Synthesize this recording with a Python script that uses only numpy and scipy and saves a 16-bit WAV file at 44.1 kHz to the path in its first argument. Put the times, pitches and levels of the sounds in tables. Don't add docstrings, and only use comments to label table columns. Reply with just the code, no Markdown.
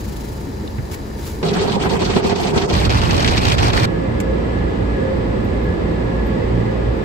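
import sys
import numpy as np
from scipy import signal
from scipy.fft import rfft, irfft
from scipy.io import wavfile
from scipy.ndimage import uniform_filter1d

SR = 44100
rng = np.random.default_rng(int(sys.argv[2]) if len(sys.argv) > 2 else 0)


def log_audio(samples):
    frames = np.atleast_2d(samples).T
    limited = np.clip(frames, -1, 1)
    pcm = np.round(limited * 32767).astype(np.int16)
    wavfile.write(sys.argv[1], SR, pcm)


N = 310464
TIME = np.arange(N) / SR
FREQ = np.maximum(np.arange(N // 2 + 1) * SR / N, 1)

FOAM_S, BRUSH_S, MOTORS_S = 1.428, 2.729, 3.858

# pitch_hz, level_db_per_hz
BAY_COLOUR = [(25, -67), (40, -51.5), (58, -43), (120, -49), (160, -53), (210, -57), (400, -54.5),
              (650, -64.5), (900, -66.5), (1300, -72.5), (1900, -74.5), (3000, -84.5), (4800, -82.5),
              (15000, -100.5)]
FOAM_COLOUR = [(25, -58), (55, -42.5), (130, -44), (200, -38.5), (290, -48), (400, -40.5), (600, -50),
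               (900, -49.5), (1150, -55.5), (1600, -61.5), (2700, -63.5), (4500, -67.5), (8000, -77),
               (10500, -86), (15000, -94)]
BRUSH_COLOUR = [(25, -66.5), (40, -39), (57, -35), (115, -38), (200, -43.5), (380, -46), (600, -50.5),
                (900, -51.5), (1400, -54.5), (2500, -60), (4700, -60.5), (6300, -69.5), (10500, -78),
                (15000, -89)]
DRONE_COLOUR = [(25, -61), (40, -48), (52, -45), (85, -42.5), (140, -48.5), (210, -46), (280, -47.5),
                (380, -46), (650, -57.5), (950, -59), (1450, -66.5), (2500, -72), (4500, -81),
                (6200, -90.5), (8200, -92), (10700, -108), (12800, -102), (15000, -106)]
SPLASH_COLOUR = [(1000, -65.5), (2000, -74), (4000, -75), (7000, -75.5), (11000, -79.5), (15000, -78.5)]

# pitch_hz, correlation (-1 to 1)
FRONT_LIKENESS = [(60, 1), (130, 0.8), (290, 0.74), (640, -0.1), (1600, -0.26), (2100, 0.2), (4000, 0.3),
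                  (6820, 0.23)]
FOAM_LIKENESS = [(60, 0.94), (150, 0.54), (400, 0.31), (600, -0.35), (900, 0.26), (1150, -0.24),
                 (2100, -0.19), (6800, -0.11)]
BRUSH_LIKENESS = [(60, 0.86), (150, 0.47), (290, 0.37), (540, -0.41), (950, -0.44), (1200, -0.72),
                  (1700, -0.37), (2000, 0.065), (2450, 0.65), (3500, -0.41), (6800, 0.072)]
MOTOR_LIKENESS = [(60, 0.97), (250, 0.77), (510, -0.29), (850, -0.14), (1300, -0.31), (1550, -0.54),
                  (1760, -0.075), (1930, 0.15), (3300, -0.11), (6800, 0.14)]
# pitch_hz, left_minus_right_db
CABIN_BALANCE = [(60, -1.5), (110, -3), (200, -3.5), (380, -3), (700, -2.5), (1290, -0.5), (2380, 0.5),
                 (4400, -0.5), (8120, -0.5), (15000, -1)]

# multiple (of the shaft rate), level_db (before it wanders)
HUM_OVERTONES = [(2, -30), (3, -33.5)]
# time_s, level_db
HUM_LEVEL = [(3.86, -32), (4.33, -21), (4.62, -23.5), (4.95, -27), (5.42, -27), (5.62, -21.5), (5.95, -28),
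             (6.23, -23.5), (7.04, -24.5)]
# pitch_hz, width_hz, level_db (before it wanders)
MACHINE_RINGS = [(209.5, 55, -32.5), (481, 133, -30), (1950, 140, -46), (2067, 80, -49.5),
                 (4870, 300, -62.5)]
# crest_s, change_db
SURGES = [(4.58, 5.5), (5.03, 6), (5.28, -1), (5.69, 7), (5.98, 3), (6.17, 5.5), (6.67, 4)]
# crest_s, change_db
HOWLS = [(4.0, 5.5), (4.29, 6), (4.71, 4), (5.09, 13), (5.77, 5), (6.7, 7)]

# pitch_hz, width_hz, level_db
BAY_RINGS = [(209.2, 20, -36), (902, 110, -45), (1747, 110, -52.5), (4000, 110, -57), (4800, 190, -57)]
# crest_s, level_db, rise_s, fall_s
GUSHES = [(.918, 0.5, .004, .015), (.946, 1.5, .012, .007), (1.185, -8.5, 0.011, 0.055),
          (1.27, -1, 0.036, 0.069)]
# start_s, level_db (before the ring's envelope), pitch_hz, width_hz, decay_s
DROPS = [(0.469, -13.5, 254, 50, 0.017), (0.634, -20.5, 350, 181, 0.02), (0.676, -20, 3530, 1150, 0.003),
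         (.783, -24.5, 1800, 600, 0.0092), (0.782, -6.5, 113.6, 29.8, 0.032),
         (.914, -31, 4300, 2500, 0.008), (0.9375, -27.5, 2320, 300, .008), (.946, -36, 3500, 1200, .005),
         (.947, -29, 1870, 70, 0.017), (4.2018, -22, 7200, 5200, 0.0066), (4.202, -19, 2230, 1000, 0.0067),
         (5.445, -41, 14000, 2500, 0.0072), (5.639, -44, 12900, 4000, 0.0056),
         (6.265, -46, 12900, 800, .012), (6.97, -47, 13000, 4000, .006)]

# time_s, change_db
LULLS = [(1.783, -12), (1.884, -7), (1.985, -8.5), (2.216, -6.5), (2.347, -8), (2.53, -7.5), (2.675, -15),
         (2.886, -8.5), (3.008, -6.5), (3.075, -7), (3.401, -5.5), (3.562, -10.5), (3.718, -12.5)]
# pitch_hz, width_hz, boost_db (before an overall trim)
WINDOW_MODES = [(1930, 39, 2), (2210, 39, -2.5), (2490, 55, 3), (2890, 50, 1.5), (3270, 44, 4),
                (4360, 290, 2)]
# crest_s, change_db
THUMPS = [(1.434, 1.5), (1.504, -0.5), (1.571, 2.5), (1.634, 2), (1.667, 1.5), (1.708, 2.5), (1.766, 4.5),
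          (1.809, 1.5), (1.866, 6), (1.924, 2), (1.96, 2.5), (2.019, 3.5), (2.1, 3), (2.172, 8),
          (2.257, 5.5), (2.328, 6), (2.388, -1), (2.449, 1.5), (2.532, 6), (2.576, 8.5), (2.64, 3.5),
          (2.71, 4.5)]
# pitch_hz, width_hz, level_db (before it drums)
PANEL_RINGS = [(398, 48, -25.5), (700, 24, -32.5)]
# crest_s, level_db, centre_hz
SPATTERS = [(1.431, -27.5, 3000), (1.488, -25, 3600), (1.539, -25.5, 3370), (1.595, -26, 3200),
            (1.633, -28, 3300), (1.698, -26, 2900), (1.721, -24.5, 3100), (1.825, -25.5, 2900),
            (1.865, -29, 2700), (1.9, -23.5, 3400), (1.935, -35, 2900), (2.021, -23, 3370),
            (2.052, -22.5, 3470), (2.104, -23, 3120), (2.137, -23, 2200), (2.165, -20, 3030),
            (2.247, -27, 3000), (2.297, -23.5, 3580), (2.359, -26.5, 3800), (2.438, -26, 2800),
            (2.471, -26.5, 3900), (2.579, -18, 3300), (2.621, -25, 3500), (2.701, -24, 3600)]
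# crest_s, level_db, centre_hz
JET_STRIKE = [(1.4288, -15, 520)]
# crest_s, level_db (before a small trim), centre_hz
SLAPS = [(2.7305, -21, 3200), (2.738, -19, 3000), (2.751, -16, 2500), (2.8515, -16.5, 2880),
         (2.895, -19, 2920), (2.903, -16, 2720), (2.923, -21.5, 2500), (2.952, -27, 2100),
         (3.0162, -19, 3020), (3.1085, -15.5, 3470), (3.1165, -21, 2400), (3.145, -20, 3100),
         (3.179, -19, 3100), (3.204, -18, 3000), (3.226, -19, 4000), (3.246, -10.5, 2170),
         (3.277, -11, 2600), (3.285, -15.5, 3200), (3.298, -25, 2880), (3.337, -26, 2900),
         (3.37, -18, 3000), (3.378, -11.5, 2930), (3.4523, -13, 2600), (3.4677, -15, 2500),
         (3.48, -19, 3100), (3.501, -19, 2600), (3.5196, -14, 3000), (3.583, -16.5, 2900),
         (3.59, -19, 2500), (3.609, -29, 3900), (3.638, -21, 2200), (3.6694, -20, 3300), (3.68, -21, 3700),
         (3.702, -14.5, 1900), (3.733, -18.5, 3300), (3.798, -20, 3200), (3.832, -19.5, 2780)]
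# crest_s, level_db, pitch_hz
BUMPS = [(2.744, -17.5, 96), (2.881, -12.5, 88), (2.953, -16, 110), (3.006, -17.5, 82), (3.045, -15.5, 90),
         (3.275, -18.5, 90), (3.309, -13.5, 72), (3.479, -13, 87.6), (3.534, -15.5, 102),
         (3.603, -15.5, 101), (3.791, -20, 80), (3.829, -15.5, 90)]

SHAFT_HZ, BEAT_HZ, BEAT_CREST_S = 57.9, 3.12, 6.23
SECOND_MOTOR_DB, SECOND_MOTOR_DB_PER_S = -6.5, 2.5
WHINE_HZ, WHINE_WIDTH_HZ, WHINE_DB = 1692, 62, -43
WHINE_TONE_DB, WHINE_WAVER = -46, 0.0111
HOWL_HZ, HOWL_WIDTH_HZ, HOWL_DB = 528.7, 20, -35.5
NOZZLE_DB, NOZZLE_LEAVES_S, NOZZLE_FADE_DB_PER_S, TRICKLE_DB = -9.5, 0.27, 49, -14.5
SPUTTER_HZ, SPUTTER_DEPTH, SPURT_S = 25, 0.61, 0.21
FOAM_FORCE_DB, BRUSH_FORCE_DB, BRUSH_DEEPEST_S, BRUSH_EASE_DB_PER_S = 0.5, 1.03, 3.59, 2
SURGE_S, HOWL_S, FOAM_LULL_S, BRUSH_LULL_S, THUMP_S, BUMP_S = 0.062, 0.096, 0.014, 0.015, 0.013, 0.0084
BODY_HZ, BODY_WIDTH_HZ, BODY_DB = 111.7, 15, -26
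GLASS_TOP_HZ, TOP_HZ = 6800, 15600
QUADRATURE = np.array([[0], [np.pi / 2]])


def undb(db):
    return 10 ** (np.asarray(db) / 20)


def unit(x):
    return x / np.sqrt(np.mean(x ** 2))


def noise():
    return rng.standard_normal((2, N))


def walk(rate):
    hold = int(SR / rate)
    steps = np.repeat(rng.standard_normal(N // hold + 1), hold)
    return unit(uniform_filter1d(uniform_filter1d(steps, hold), hold)[:N])


def swells(table, half_width_s):
    return sum(db * np.exp(-((TIME - s) / half_width_s) ** 2) for s, db in table)


def stage(start, end, fade_s):
    opening = np.clip((TIME - start) / fade_s + .5, 0, 1)
    closing = np.clip((end - TIME) / fade_s + .5, 0, 1)
    return opening * closing


def over_hz(table):
    hz, value = np.transpose(table)
    return np.interp(np.log(FREQ), np.log(hz), value)


def colour(x, table):
    gain = undb(over_hz(table)) * np.sqrt(SR / 2) * np.minimum(FREQ / 20, 1)
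    cepstrum = irfft(np.log(gain), N)
    cepstrum[1:N // 2] *= 2
    cepstrum[N // 2 + 1:] = 0
    return irfft(rfft(x) * np.exp(rfft(cepstrum)), N)


def split(x, hz):
    low = irfft(rfft(x) / (1 + (FREQ / hz) ** 4), N)
    return low, x - low


def resonance(hz, width_hz):
    offset = (FREQ - hz ** 2 / FREQ) / (2 * width_hz)
    return unit(irfft(rfft(noise()) / (1 + offset ** 2) ** 2, N))


def patter(per_s, scatter_db, mist_db):
    lands = rng.random(N) < per_s / SR
    size = undb(scatter_db * np.minimum(rng.standard_normal(N), 1.5))
    impacts = unit(np.sign(noise()) * lands * size)
    return unit(impacts + undb(mist_db) * noise())


def patchy(x, patchy_db, rate):
    spectrum = rfft(x)
    place = np.clip(2 * np.log2(FREQ / 350), 0, 10)
    bass, *bands = (irfft(spectrum * np.maximum(1 - abs(place - k), 0), N) for k in range(11))
    return bass + sum(band * unit(undb(patchy_db * walk(rate))) for band in bands)


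def reflect(x, echo_db, spread_s, count=60):
    response = np.zeros((2, N))
    for side in response:
        arrives = (SR * (.0008 + spread_s * rng.random(count))).astype(int)
        side[arrives] = rng.choice([-1, 1], count) * undb(echo_db) / np.sqrt(count)
    above_bass = FREQ / (FREQ + 1200)
    level = np.sqrt(1 + (above_bass * undb(echo_db)) ** 2)
    return irfft(rfft(x) * (1 + above_bass * rfft(response)) / level, N)


def window(x):
    boost_db = sum(db / (1 + (2 * (FREQ - hz) / width) ** 2) for hz, width, db in WINDOW_MODES)
    return irfft(rfft(x) * undb(boost_db - 0.8), N)


def splashes(table, octaves, rise_s, fall_s, size=8192):
    out = np.zeros((2, N))
    age = (np.arange(size) - size // 2) / SR
    freq = np.maximum(np.arange(size // 2 + 1) * SR / size, 1)
    envelope = np.exp(np.minimum(age / rise_s, -age / fall_s))
    muffle = 1 / np.sqrt(1 + (freq / GLASS_TOP_HZ) ** 10)
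    for s, db, hz in table:
        band = np.exp(-(np.log2(freq / hz) / octaves) ** 2 / 2) * muffle
        burst = unit(irfft(rfft(rng.standard_normal((2, size))) * band))
        start = int(s * SR) - size // 2
        out[:, start:start + size] += undb(db) * envelope * burst
    return out


def pings(per_s, low_hz, high_hz, cycles, scatter_db, size=512):
    out = np.zeros((2, N + size))
    age = np.arange(size) / SR
    for when, pitch, weight, left, right in rng.random((int(per_s * N / SR), 5)):
        turns = low_hz * (high_hz / low_hz) ** pitch * age
        wave = np.sin(2 * np.pi * (turns + np.array([[left], [right]])))
        ring = wave * np.exp(-turns / cycles) * (1 - np.exp(-turns)) ** 2
        start = int(when * N)
        out[:, start:start + size] += undb(scatter_db * weight) * ring
    return unit(out[:, :N])


def ports(x, likeness, lag_ms):
    direct = np.clip((FREQ - 6200) / 1800, 0, 1)
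    delayed = -.96 * np.exp(-2j * np.pi * FREQ * lag_ms / 1000)
    shared = (1 - direct) * np.clip(over_hz(likeness), -1, 1) + direct * delayed
    separate = np.sqrt(1 - np.minimum(abs(shared), 1) ** 2)
    left, other = rfft(x)
    return irfft(np.array([left, shared * left + separate * other]), N)


def motor_hum():
    angle = 2 * np.pi * np.cumsum(SHAFT_HZ * (1 + 0.00923 * walk(9))) / SR
    since = TIME - BEAT_CREST_S
    slip = 2 * np.pi * BEAT_HZ * since
    second_gain = undb(SECOND_MOTOR_DB + SECOND_MOTOR_DB_PER_S * since)
    pair = np.sin(angle + QUADRATURE) + second_gain * np.sin(angle - slip + QUADRATURE)
    hum = undb(np.interp(TIME, *np.transpose(HUM_LEVEL))) * pair
    for multiple, db in HUM_OVERTONES:
        hum = hum + undb(db + 4.5 * walk(13)) * np.sin(multiple * angle + QUADRATURE)
    return np.sqrt(2) * hum


def machine_whine():
    angle = 2 * np.pi * np.cumsum(WHINE_HZ * (1 + WHINE_WAVER * walk(70))) / SR
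    tone = np.sqrt(2) * np.sin(angle + QUADRATURE)
    breath = resonance(WHINE_HZ, WHINE_WIDTH_HZ)
    return undb(swells(SURGES, SURGE_S)) * (undb(WHINE_TONE_DB) * tone + undb(WHINE_DB) * breath)


def motors():
    rings = sum(undb(db + 1.7 * walk(11)) * resonance(hz, width) for hz, width, db in MACHINE_RINGS)
    howl = undb(HOWL_DB + swells(HOWLS, HOWL_S)) * resonance(HOWL_HZ, HOWL_WIDTH_HZ)
    wash = reflect(colour(noise(), DRONE_COLOUR), echo_db=-7.5, spread_s=.02)
    return wash * undb(-.5 + 0.17 * walk(5.6)) + motor_hum() + rings + machine_whine() + howl


def drops():
    out = 0
    for s, db, hz, width, decay in DROPS:
        age = np.maximum(TIME - s, 0)
        build_up = 1 - np.exp(-2 * np.pi * width * age)
        out = out + undb(db) * resonance(hz, width) * build_up * np.exp(-age / decay) / 2
    return out


def rinse():
    rumble = colour(patter(per_s=1500, scatter_db=2.5, mist_db=3.0), BAY_COLOUR)
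    bay = rumble * undb(-2.5 + 0.25 * walk(15.1))
    rings = sum(undb(db) * resonance(hz, width) for hz, width, db in BAY_RINGS)
    spurts = 1 + SPUTTER_DEPTH * np.cos(2 * np.pi * SPUTTER_HZ * (TIME - SPURT_S))
    fade_db = NOZZLE_FADE_DB_PER_S * np.maximum(TIME - NOZZLE_LEAVES_S, 0)
    nozzle = spurts * undb(NOZZLE_DB - fade_db)
    gushes = sum(undb(db) * np.exp(np.minimum((TIME - s) / rise, (s - TIME) / fall))
                 for s, db, rise, fall in GUSHES)
    flow = np.sqrt(nozzle ** 2 + gushes ** 2 + undb(TRICKLE_DB) ** 2)
    water = colour(patter(per_s=2500, scatter_db=0.5, mist_db=-3.0), SPLASH_COLOUR)
    splash = split(water, 1060)[1] * flow
    return (bay + rings + splash) * undb(np.array([[1.2], [-.8]]))


def foam():
    wet_db = FOAM_FORCE_DB + swells(LULLS, FOAM_LULL_S)
    clots_db = 1.04 * walk(130)
    spray = colour(patter(per_s=1500, scatter_db=1.0, mist_db=0.5), FOAM_COLOUR)
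    spray = patchy(spray, patchy_db=3.5, rate=90)
    drum, hiss = split(reflect(spray, echo_db=-1.0, spread_s=.02), 1900)
    panels = sum(undb(db + 0.6 * walk(24.0)) * resonance(hz, width) for hz, width, db in PANEL_RINGS)
    drum_db = 0.32 * wet_db + 0.42 * clots_db + swells(THUMPS, THUMP_S) - 3.5
    droplets = undb(-38.0) * pings(per_s=350, low_hz=1110, high_hz=4980, cycles=5.4, scatter_db=16.0)
    gobs = splashes(SPATTERS, octaves=0.66, rise_s=0.0035, fall_s=0.012)
    strike = splashes(JET_STRIKE, octaves=0.93, rise_s=0.0003, fall_s=0.005)
    on_glass = (hiss * undb(clots_db - 0.35) + droplets) * undb(wet_db) + gobs
    return strike + (drum + panels) * undb(drum_db) + window(on_glass)


def bumps():
    out = 0
    for s, db, hz in BUMPS:
        wave = np.cos(2 * np.pi * (hz * (TIME - s) + rng.random()))
        out = out + undb(db) * wave * np.exp(-((TIME - s) / BUMP_S) ** 2)
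    return np.sqrt(2) * out


def brush():
    pressure_db = BRUSH_FORCE_DB - BRUSH_EASE_DB_PER_S * abs(TIME - BRUSH_DEEPEST_S)
    wet_db = pressure_db + swells(LULLS, BRUSH_LULL_S)
    flurry_db = 1.4 * walk(200)
    splatter = colour(patter(per_s=1400, scatter_db=2.0, mist_db=-0.5), BRUSH_COLOUR)
    splatter = patchy(splatter, patchy_db=2.2, rate=120)
    boom, crackle = split(reflect(splatter, echo_db=-3.5, spread_s=.02), 1120)
    boom = boom + undb(BODY_DB) * resonance(BODY_HZ, BODY_WIDTH_HZ)
    thud, slosh = split(boom, 340)
    droplets = undb(-31.5) * pings(per_s=360, low_hz=1690, high_hz=5000, cycles=4.5, scatter_db=16.0)
    slaps = undb(0.1) * splashes(SLAPS, octaves=0.85, rise_s=0.0002, fall_s=0.0058)
    body = thud * undb(-1.5) + bumps() + slosh * undb(0.33 * wet_db + 1.2)
    on_glass = (crackle * undb(-1.0) + droplets) * undb(wet_db + flurry_db) + slaps
    return body + window(on_glass)


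def scene():
    ticks = drops()
    front = (rinse() + ticks) * stage(-1, FOAM_S, 0.0018)
    stages = [(foam() * stage(FOAM_S, BRUSH_S, .002), FOAM_LIKENESS),
              (brush() * stage(BRUSH_S, MOTORS_S, 0.0078), BRUSH_LIKENESS),
              ((motors() + ticks) * stage(MOTORS_S, 10, 0.0099), MOTOR_LIKENESS)]
    cabin = sum(ports(sound, likeness, lag_ms=0.19) for sound, likeness in stages)
    balance_db = over_hz(CABIN_BALANCE) * np.array([[.5], [-.5]])
    cabin = irfft(rfft(cabin) * undb(balance_db), N)
    return ports(front, FRONT_LIKENESS, lag_ms=0.223) + cabin


def record(dry):
    rounded = np.tanh(0.89 * dry) / 0.91
    top_cut = signal.ellip(12, .2, 80, TOP_HZ, fs=SR, output="sos")
    return signal.sosfilt(top_cut, rounded)


dry = scene()
out = record(dry)
log_audio(out)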